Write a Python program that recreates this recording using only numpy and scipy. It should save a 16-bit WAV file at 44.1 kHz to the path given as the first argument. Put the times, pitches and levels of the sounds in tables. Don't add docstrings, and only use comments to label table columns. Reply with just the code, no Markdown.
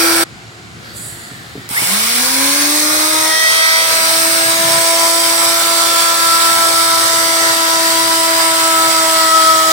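import sys
import numpy as np
from scipy import signal
from scipy.fft import rfft, irfft, next_fast_len
from scipy.io import wavfile
from scipy.ndimage import uniform_filter1d, map_coordinates

SR = 44100
rng = np.random.default_rng(int(sys.argv[2]) if len(sys.argv) > 2 else 0)


def unload_audio(sound):
    columns = np.transpose(np.atleast_2d(sound))
    steps = np.round(np.clip(columns, -1, 1) * 32767)
    wavfile.write(sys.argv[1], SR, steps.astype(np.int16))


N = 428652
STOP_S, SPIN_UP_S, SWITCH_S = 0.234, 1.68, 1.69

# time_s, lost_turns_per_s
SLOWDOWN = [(3.3, 0), (4, 3.5), (4.9, 1.24), (6, 0), (7.6, 6), (8.3, 6), (9.72, 14)]
# order, level_db, left_minus_right_db, left_lag_rad
FIRST_WHINE = [(1, -19.5, 5.5, 0.24), (2, -30.5, -3, 0.092), (3, -34, 6, 0.84), (4, -26.5, -7, 0.66),
               (6, -46, -3, 2.07)]
# time_s, left_db, right_db, left_lag_rad
WHINE_1 = [(1.86, -41, -38, 0), (1.93, -22, -32, 0), (2.06, -38, -39, 0), (2.2, -26, -35, .2),
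           (2.7, -18.5, -25, .1), (3.3, -26.5, -36, .2), (3.42, -44, -46, .2), (3.8, -42.5, -49, .2),
           (4.25, -27, -35, .2), (5.7, -26.5, -36.5, .2), (6.1, -30, -40.5, .2), (8.3, -23.5, -30.5, .2),
           (9.7, -28.5, -33.5, .2)]
WHINE_2 = [(2.1, -40, -38, -2), (2.4, -30.5, -40, -1), (2.65, -31.5, -36, 1.3), (2.9, -24, -31, 0.1),
           (3.3, -21.5, -38, 3), (3.55, -23.5, -29, 4), (3.95, -22.5, -26.5, 5.5), (4.95, -18.5, -22, 6),
           (5.3, -21, -28.5, 5.5), (6.35, -27.5, -31, 7.5), (6.55, -23, -26, 5), (8.2, -24.5, -24, 7),
           (9.7, -21, -23, 6.5)]
WHINE_3 = [(2.3, -33, -45, -1.8), (2.97, -42, -48, 1.5), (3.17, -22.5, -30, 0.5), (3.5, -32, -40, 0.55),
           (3.98, -25, -26, 1.1), (4.25, -35, -36, .3), (4.75, -19, -29, 0.58), (5.6, -22, -35, 0.49),
           (6.3, -20, -32, 1.4), (7.5, -19.5, -30, 1.7), (7.95, -16.5, -28, 1.6), (8.9, -19, -25, 1.3),
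           (9.3, -25, -23, 1.3), (9.7, -30, -24, 2)]
WHINE_4 = [(2.2, -41, -43, .5), (2.4, -36, -42, .5), (2.9, -30, -35, .9), (3.2, -25, -31, .9),
           (3.55, -23, -40, .7), (4.1, -24, -32, 1.4), (4.5, -27, -33, 2.1), (5.3, -28, -27, .9),
           (5.8, -22, -20, 1), (6.35, -15.5, -16.5, .9), (6.85, -18, -19, .9), (7.2, -22.5, -26, .8),
           (7.55, -21, -24, 1.6), (8.2, -25, -28, 1.8), (8.8, -13.5, -17, 1.5), (9.05, -17.5, -19.5, 1.5),
           (9.35, -9.5, -17, 1.4), (9.7, -11, -13.5, 1.8)]
WHINE_6 = [(3.1, -46, -46, .5), (3.25, -28, -28, -.2), (3.4, -19, -15.5, -1.6), (3.47, -15, -13, -2.4),
           (3.54, -15, -13, -3), (3.8, -20, -17, -2.7), (4.05, -28, -28, -3.4), (4.9, -32, -29, -2.8),
           (6.3, -41, -37, -2), (7.1, -34, -33, -3.3), (7.45, -25, -21, -3.5), (7.8, -28, -33, -4),
           (8.4, -31, -35, -6.5), (8.8, -40, -40, -7), (9.3, -25, -25, -6), (9.7, -32, -35, -6.4)]
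# order, left_db, right_db
SHAFT_TONES = [(5, -27, -29), (7, -37, -37), (8, -35, -45), (9, -38, -42), (10, -35, -38), (11, -37, -37),
               (12, -35, -38), (13, -40, -35), (14, -33, -32), (15, -41, -36), (16, -36, -34),
               (17, -42, -38), (18, -43, -39), (21, -46, -41), (24, -52, -38), (25, -46, -36)]
# order, left_db, right_db
IN_BETWEEN_TONES = [(2.976, -35, -40), (3.654, -36, -39), (3.978, -29, -33), (5.66, -38, -37),
                    (6.33, -41, -38), (10.96, -38, -42), (18.5, -42, -37)]
# start_s, rise_s, hold_s, fall_db_per_s, order, left_db, right_db
BEARING_SWELLS = [(0, .01, .22, 60, 4.71, -31, -31), (2.15, .1, .1, 23, 5.66, -32, -34),
                  (2.24, .08, .12, 23, 3.654, -28, -31), (3.5, .7, 1.1, 6, 29.23, -38, -30),
                  (3.6, .3, .1, 14, 3.654, -33, -46), (3.9, .6, 1.4, 4, 1.62, -38, -41),
                  (4.2, .5, 1.5, 2.5, 5.28, -34, -35.5)]
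# time_s, right_db
WHISTLE_LEVEL = [(1.8, -60), (3, -34), (3.6, -37), (4.2, -22), (4.8, -22.5), (5.1, -28), (6.8, -27),
                 (7.25, -37), (9.7, -43)]
# order, left_db, right_db
SQUEAL_TONE = [(16, -10, -11)]
# start_s, hold_s, level_db
BITES = [(3.26, 0.47, -27.5), (7.2, .25, -40), (9.1, .3, -40)]
# order, left_db, right_db
BITE_TONES = [(8, -10, -13), (10, 4, -2), (11, -2, -11), (12, -5.5, -3.5), (14, -1.5, 0), (16, -2, -3),
              (18, -5, 1), (27, -8, -1)]

# pitch_hz, relative_db
CUTTER_NOISE = [(30, -40), (70, -17), (115, -11), (160, -15), (240, -13.5), (420, -9.5), (750, -4.5),
                (1300, 0.5), (1950, -0.5), (2500, -4), (3400, -31), (6000, -60)]
VENT_NOISE = [(1500, -20.5), (2200, 5), (2500, -0.5), (2800, 2), (3200, 3), (3600, -4), (5000, -42)]
FAN_NOISE = [(2000, -40), (3000, -10), (3600, -2.5), (4700, 0.5), (5800, -2.5), (6700, -2.5), (9000, -20.5),
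             (16000, -38)]
BRUSH_NOISE = [(4000, -53), (6600, -18), (7600, -1), (8400, 0), (9100, 0), (9800, 2), (11000, -4.5),
               (11900, -10), (12600, -3.5), (14500, -5.5), (16000, -3.5)]
HOWL_NOISE = [(350, -16), (540, 4), (620, -17), (790, 4), (950, -22), (1250, -5), (1450, 7), (1620, -5),
              (1900, -30), (3500, -45)]
# time_s, level_db
HISS_DRIFT = [(1.85, -16.5), (3.69, -17.5), (4.26, -16.5), (4.57, -18), (5.55, -17), (7.7, -19),
              (8.97, -19), (9.72, -21)]
# time_s, lower_hz, upper_hz
ECHO_DIPS = [(2, 2930, 6600), (2.6, 2840, 7100), (3.4, 2800, 7400), (4.5, 3080, 6470), (5.4, 2680, 6640),
             (6.4, 2700, 6500), (8, 2460, 6400), (9.7, 2450, 5900)]

# start_s, peak_db
BUMPS = [(1.314, -25), (1.553, -19), (1.574, -19.5), (1.592, -28), (1.704, -21.5), (1.818, -20)]
# pitch_hz, relative_db, time_to_fall_60_db_s
DOOR_NOTES = [(126, -7, 0.2), (190, -0.5, 0.055), (274, 2, 0.05), (410, 0.5, 0.051), (710, -8, 0.025),
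              (1260, -21, .02)]
# pitch_hz, relative_db
JUDDER_NOISE = [(40, -24), (75, -6), (130, 1), (200, -3), (270, -13), (450, -7), (1500, -86)]
RUB_NOISE = [(200, -9), (550, -4), (900, -10), (1400, 0), (1900, 6), (2500, -10), (3500, -3), (4500, 0),
             (5800, -13), (12000, -17)]
SLIDE_NOISE = [(2500, -24), (3500, -18), (4500, -18), (5600, -25), (6670, -9), (7400, -2), (8320, -1.5),
               (9300, -6), (10100, -2), (10900, -12), (15800, -14)]
RUMBLE_NOISE = [(15, -62), (25, -40), (70, -10), (125, -4.5), (224, -9), (309, -15), (352, -15), (392, -18),
                (600, -21), (780, -60), (1320, -120)]
YARD_NOISE = [(210, -32), (350, -8), (444, -30), (629, -21), (703, -12.5), (878, -19.5), (1440, -13.5),
              (2100, -16), (2600, -20), (4500, -21), (6180, -28.5), (6790, -24.5), (15500, -47)]
# pitch_hz, level_db
HUM = [(113.0, -46)]
# pitch_hz, likeness
STEREO_LIKENESS = [(40, 0.65), (120, 0.8), (600, 0.58), (1250, 0.15), (1630, -0.65), (1950, -.5),
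                   (2600, .1), (3300, .35), (4500, .35), (6000, .5), (8400, .3), (15000, .35)]
# pitch_hz, left_minus_right_db
STEREO_BALANCE = [(100, 0.5), (500, 1.5), (1000, 1.5), (2000, -0.5), (2800, 3), (4200, 0), (5500, -2.5),
                  (6500, -1.5), (7600, -6), (8400, -9), (9400, -1.5), (11000, -0.5), (13000, 0),
                  (14500, -2)]


def router():
    speed = shaft_speed()
    angle = 2 * np.pi * np.cumsum(speed * (1 + .0005 * wobble(12))) / SR
    effort = (speed / speed.max()) ** 3
    shaft = tones(SHAFT_TONES, angle, slip=.015, fade_db=3, lag=.7)
    in_between = tones(IN_BETWEEN_TONES, angle, slip=.035, fade_db=2.5, lag=.7)
    bite = sum(amp(db) * swell(s, .069, hold_s, fall_db_per_s=88) for s, hold_s, db in BITES)
    ringing = bite * tones(BITE_TONES, angle, slip=.028, fade_db=1.8, lag=.53)
    high_tones = bearing_whistle(angle) + spin_up_squeal(angle, speed)
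    air = amp(-2 * bite / bite.max()) * door_echo(air_and_chips(angle))
    strong_tones = whine(angle, speed, effort)
    weak_tones = effort ** 2 * (shaft + in_between)
    return strong_tones + weak_tones + bearing_swells(angle) + ringing + high_tones + air


def shaft_speed(first_run_hz=333, free_hz=335, leap_share=.44):
    free = free_hz * (leap_share * build_up(rise_s=.09) + (1 - leap_share) * build_up(rise_s=.66))
    return np.where(first_run(), first_run_hz, np.maximum(free - curves(SLOWDOWN)[0], 0))


def whine(angle, speed, effort):
    out = np.zeros((2, N))
    flutter_db = 1.2 + .8 * (1 - effort)
    paths = WHINE_1, WHINE_2, WHINE_3, WHINE_4, WHINE_6
    for path, (order, first_db, pan_db, first_lag) in zip(paths, FIRST_WHINE):
        first_values = [[first_db + pan_db / 2], [first_db - pan_db / 2], [first_lag]]
        left_db, right_db, lag = np.where(first_run(), first_values, curves(path))
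        full_speed = speed[round(path[0][0] * SR)]
        growth = np.clip(speed / full_speed, 1e-3, 1) ** 1.3
        phase = order * angle + .1 * flutter_db * wobble(25) + wobble(1)
        pair = np.array([amp(left_db) * np.cos(phase - lag), amp(right_db) * np.cos(phase)])
        flutter = amp(flutter_db * order ** .3 * wobble(20))
        out += np.sqrt(2) * growth * flutter * pair
    return out


def air_and_chips(angle):
    running_s = np.maximum(np.arange(N) / SR - SWITCH_S, 0)
    chop = unit(1 + .09 * (np.cos(angle) + np.cos(2 * angle)))
    grain = unit(amp(.9 * wobble(600)))
    flicker_db = .5 * wobble(16)
    chips = noise(CUTTER_NOISE, patchy_db=2.5, lag_s=.000092) * chop
    cutter = amp(-21 + flicker_db) * build_up(rise_s=.097) * chips
    vent_db = -22 - .3 * running_s + .7 * wobble(7)
    vent = amp(vent_db + flicker_db) * build_up(rise_s=.1) * noise(VENT_NOISE, patchy_db=1.8)
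    fan_db = np.where(first_run(), -19, -15.5 - .19 * running_s)
    fan = amp(fan_db + flicker_db) * build_up(rise_s=.17) * noise(FAN_NOISE, patchy_db=1.8)
    drift_db, = curves(HISS_DRIFT)
    hiss_db = -15.5 + drift_db - drift_db.mean()
    brushes = noise(BRUSH_NOISE, patchy_db=1.5) * unit(1 + .046 * np.cos(angle))
    hiss = amp(hiss_db + flicker_db) * build_up(rise_s=.072) * brushes
    howl = amp(-21.5) * first_run() * noise(HOWL_NOISE, patchy_db=1.5)
    return cutter + howl + grain * (vent + fan + hiss)


def door_echo(sound, ripple_db=1.9, ripple_rad=.75, full_ripple_hz=2300):
    hz, t, spectrum = signal.stft(sound, SR, nperseg=1024)

    def band(centre_hz, width_hz):
        return np.exp(-((hz[:, None] - centre_hz) / width_hz) ** 2)

    time_s, lower_hz, upper_hz = np.transpose(ECHO_DIPS)
    dips_db = -5 * band(np.interp(t, time_s, lower_hz), 370)
    dips_db -= 4 * band(np.interp(t, time_s, upper_hz), 550)
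    lean_db = .82 * np.maximum(t - 3.3, 0) * band(7920, 900)
    patches = rng.standard_normal((2, *spectrum.shape))
    for _ in range(2):
        patches = uniform_filter1d(uniform_filter1d(patches, size=4, axis=2), size=55, axis=3)
    ripple, turn = unit(patches) * np.minimum(hz / full_ripple_hz, 1)[:, None]
    gain = amp(dips_db + ripple_db * ripple + np.array([-lean_db, lean_db]))
    return signal.istft(spectrum * gain * np.exp(1j * ripple_rad * turn), SR, nperseg=1024)[1][:, :N]


def bearing_swells(angle):
    out = np.zeros((2, N))
    for start_s, rise_s, hold_s, fall_db_per_s, order, left_db, right_db in BEARING_SWELLS:
        tone = tones([(order, left_db, right_db)], angle, slip=.3 / order, fade_db=1.2, lag=.2)
        out += swell(start_s, rise_s, hold_s, fall_db_per_s) * tone
    return out


def bearing_whistle(angle, order=25.58, left_minus_right_db=-16):
    level_db = np.where(first_run(), -27, curves(WHISTLE_LEVEL)[0])
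    tone = tones([(order, left_minus_right_db, 0)], angle, slip=.012, fade_db=1.5, lag=.7)
    return amp(level_db) * tone


def spin_up_squeal(angle, speed, resonance_hz=2000, width_hz=150):
    pitch_hz = SQUEAL_TONE[0][0] * speed
    gain = 1 / np.hypot(1, 2 * (pitch_hz - resonance_hz) / width_hz)
    return gain * tones(SQUEAL_TONE, angle + .06 * wobble(250), slip=.06, fade_db=1, lag=.16)


def switch_click(centre_hz=9100, width_hz=20000, fall_60_db_s=.022):
    out, t = np.zeros((2, N)), np.arange(SR // 4) / SR
    hz = np.fft.rfftfreq(len(t), 1 / SR)
    colour = np.exp(-2 * ((hz - centre_hz) / width_hz) ** 2)
    burst = irfft(rfft(rng.standard_normal((2, len(t)))) * colour, len(t))
    add(out, SWITCH_S, amp(-17 - 60 * t / fall_60_db_s) * unit(burst))
    return out


def door_knocks():
    t = np.arange(SR // 4) / SR
    judder = swell(start_s=4.38, rise_s=.06, hold_s=0, fall_db_per_s=31)
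    out = amp(-32) * judder * noise(JUDDER_NOISE, patchy_db=5.5, lag_s=0)
    for start_s, peak_db in BUMPS:
        knock = np.zeros(len(t))
        for hz, db, fall_s in DOOR_NOTES:
            fade = amp(db + rng.normal(0, 2.8) - 60 * t / fall_s)
            knock += fade * np.sin(2 * np.pi * (hz * t + rng.random()))
        knock *= 1 - np.exp(-t / .003)
        add(out, start_s, amp(peak_db) * knock / abs(knock).max())
    return out


def sliding_base():
    rub = amp(-35) * swell(start_s=.75, rise_s=.14, hold_s=0, fall_db_per_s=3)
    slide = amp(-29.5) * swell(start_s=.925, rise_s=.05, hold_s=.099, fall_db_per_s=52)
    return (rub * noise(RUB_NOISE, patchy_db=2.5, lag_s=0)
            + slide * noise(SLIDE_NOISE, patchy_db=4, lag_s=0))


def yard():
    t = np.arange(N) / SR
    hum_hz, hum_db = HUM[0]
    hum_gain = np.sqrt(2) * amp(hum_db + 2.1 * wobble(4))
    hum = hum_gain * np.sin(2 * np.pi * hum_hz * t + .5 * wobble(4.6))
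    rumble = amp(-38.5 + .59 * wobble(9.3)) * noise(RUMBLE_NOISE, patchy_db=3, lag_s=0)
    air = amp(-36.5) * noise(YARD_NOISE, patchy_db=1.5, lag_s=0)
    return hum + rumble + air


def tones(table, angle, slip, fade_db, lag):
    out = np.zeros((2, N))
    for order, left_db, right_db in table:
        phase = order * (angle + slip * (wobble(45) + wobble(8)))
        gain = np.sqrt(2) * amp(fade_db * (.7 * wobble(1.6) + .8 * wobble(15)))
        left = amp(left_db) * np.sin(phase - lag * order)
        right = amp(right_db) * np.sin(phase)
        out += gain * np.array([left, right])
    return out


def noise(colour, patchy_db, lag_s=.0003485):
    white = signal.stft(rng.standard_normal((2, N)), nperseg=512)[2]
    patches = uniform_filter1d(rng.standard_normal(white.shape[1:]), size=2, axis=0)
    patches = uniform_filter1d(patches, size=24, axis=1)
    pair = signal.istft(white * amp(patchy_db * unit(patches)), nperseg=512)[1][:, :N]
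    size = next_fast_len(N + SR // 4)
    hz = np.fft.rfftfreq(size, 1 / SR)
    spread = np.arccos(np.clip(at_pitch(STEREO_LIKENESS, hz), -1, 1)) / 2
    mid, side = rfft(pair, size) * amp(at_pitch(colour, hz)) * [np.cos(spread), np.sin(spread)]
    lean = amp(at_pitch(STEREO_BALANCE, hz) / 2) * np.exp(-1j * np.pi * hz * lag_s)
    return unit(irfft([(mid + side) * lean, (mid - side) / lean], size)[:, :N])


def swell(start_s, rise_s, hold_s, fall_db_per_s):
    t = np.arange(N) / SR - start_s
    return np.clip(t / rise_s, 0, 1) * amp(-fall_db_per_s * np.maximum(t - rise_s - hold_s, 0))


def build_up(rise_s):
    t = np.arange(N) / SR
    return np.where(first_run(), 1, 1 - np.exp(-np.maximum(t - SPIN_UP_S, 0) / rise_s))


def first_run():
    return np.arange(N) / SR < (STOP_S + SWITCH_S) / 2


def wobble(rate_hz):
    points = rng.standard_normal(int(N * rate_hz / SR) + 4)
    coarse = np.arange(0, N + 64, 64)
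    return np.interp(np.arange(N), coarse, map_coordinates(points, [coarse * rate_hz / SR]))


def curves(table):
    time_s, *columns = np.transpose(table)
    return [np.interp(np.arange(N) / SR, time_s, column) for column in columns]


def at_pitch(table, hz):
    pitch_hz, values = np.transpose(table)
    return np.interp(np.log(hz + 1), np.log(pitch_hz + 1), values)


def filtered(sound, response):
    size = next_fast_len(N + SR // 4)
    return irfft(rfft(sound, size) * response(np.fft.rfftfreq(size, 1 / SR)), size)[..., :N]


def amp(db):
    return 10 ** (np.asarray(db) / 20)


def unit(x):
    return x / np.sqrt(np.mean(x ** 2) + 1e-20)


def add(track, start_s, sound):
    track[..., round(start_s * SR):][..., :sound.shape[-1]] += sound


def scene():
    t = np.arange(N) / SR
    running = np.clip((STOP_S - t) / .0076 + 1, 0, 1) + np.clip((t - SWITCH_S) / .0072, 0, 1)
    lull = 1 - running
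    return running * router() + lull * (yard() + sliding_base()) + door_knocks() + switch_click()


def record(dry, bass_hz=35, top_hz=15850):
    thinned = filtered(dry, lambda hz: 1j * hz / (1j * hz + bass_hz))
    rounded = thinned / (1 + np.abs(thinned) ** 8) ** (1 / 8)
    return filtered(rounded, lambda hz: hz < top_hz)


dry = scene()
out = record(dry)
unload_audio(out)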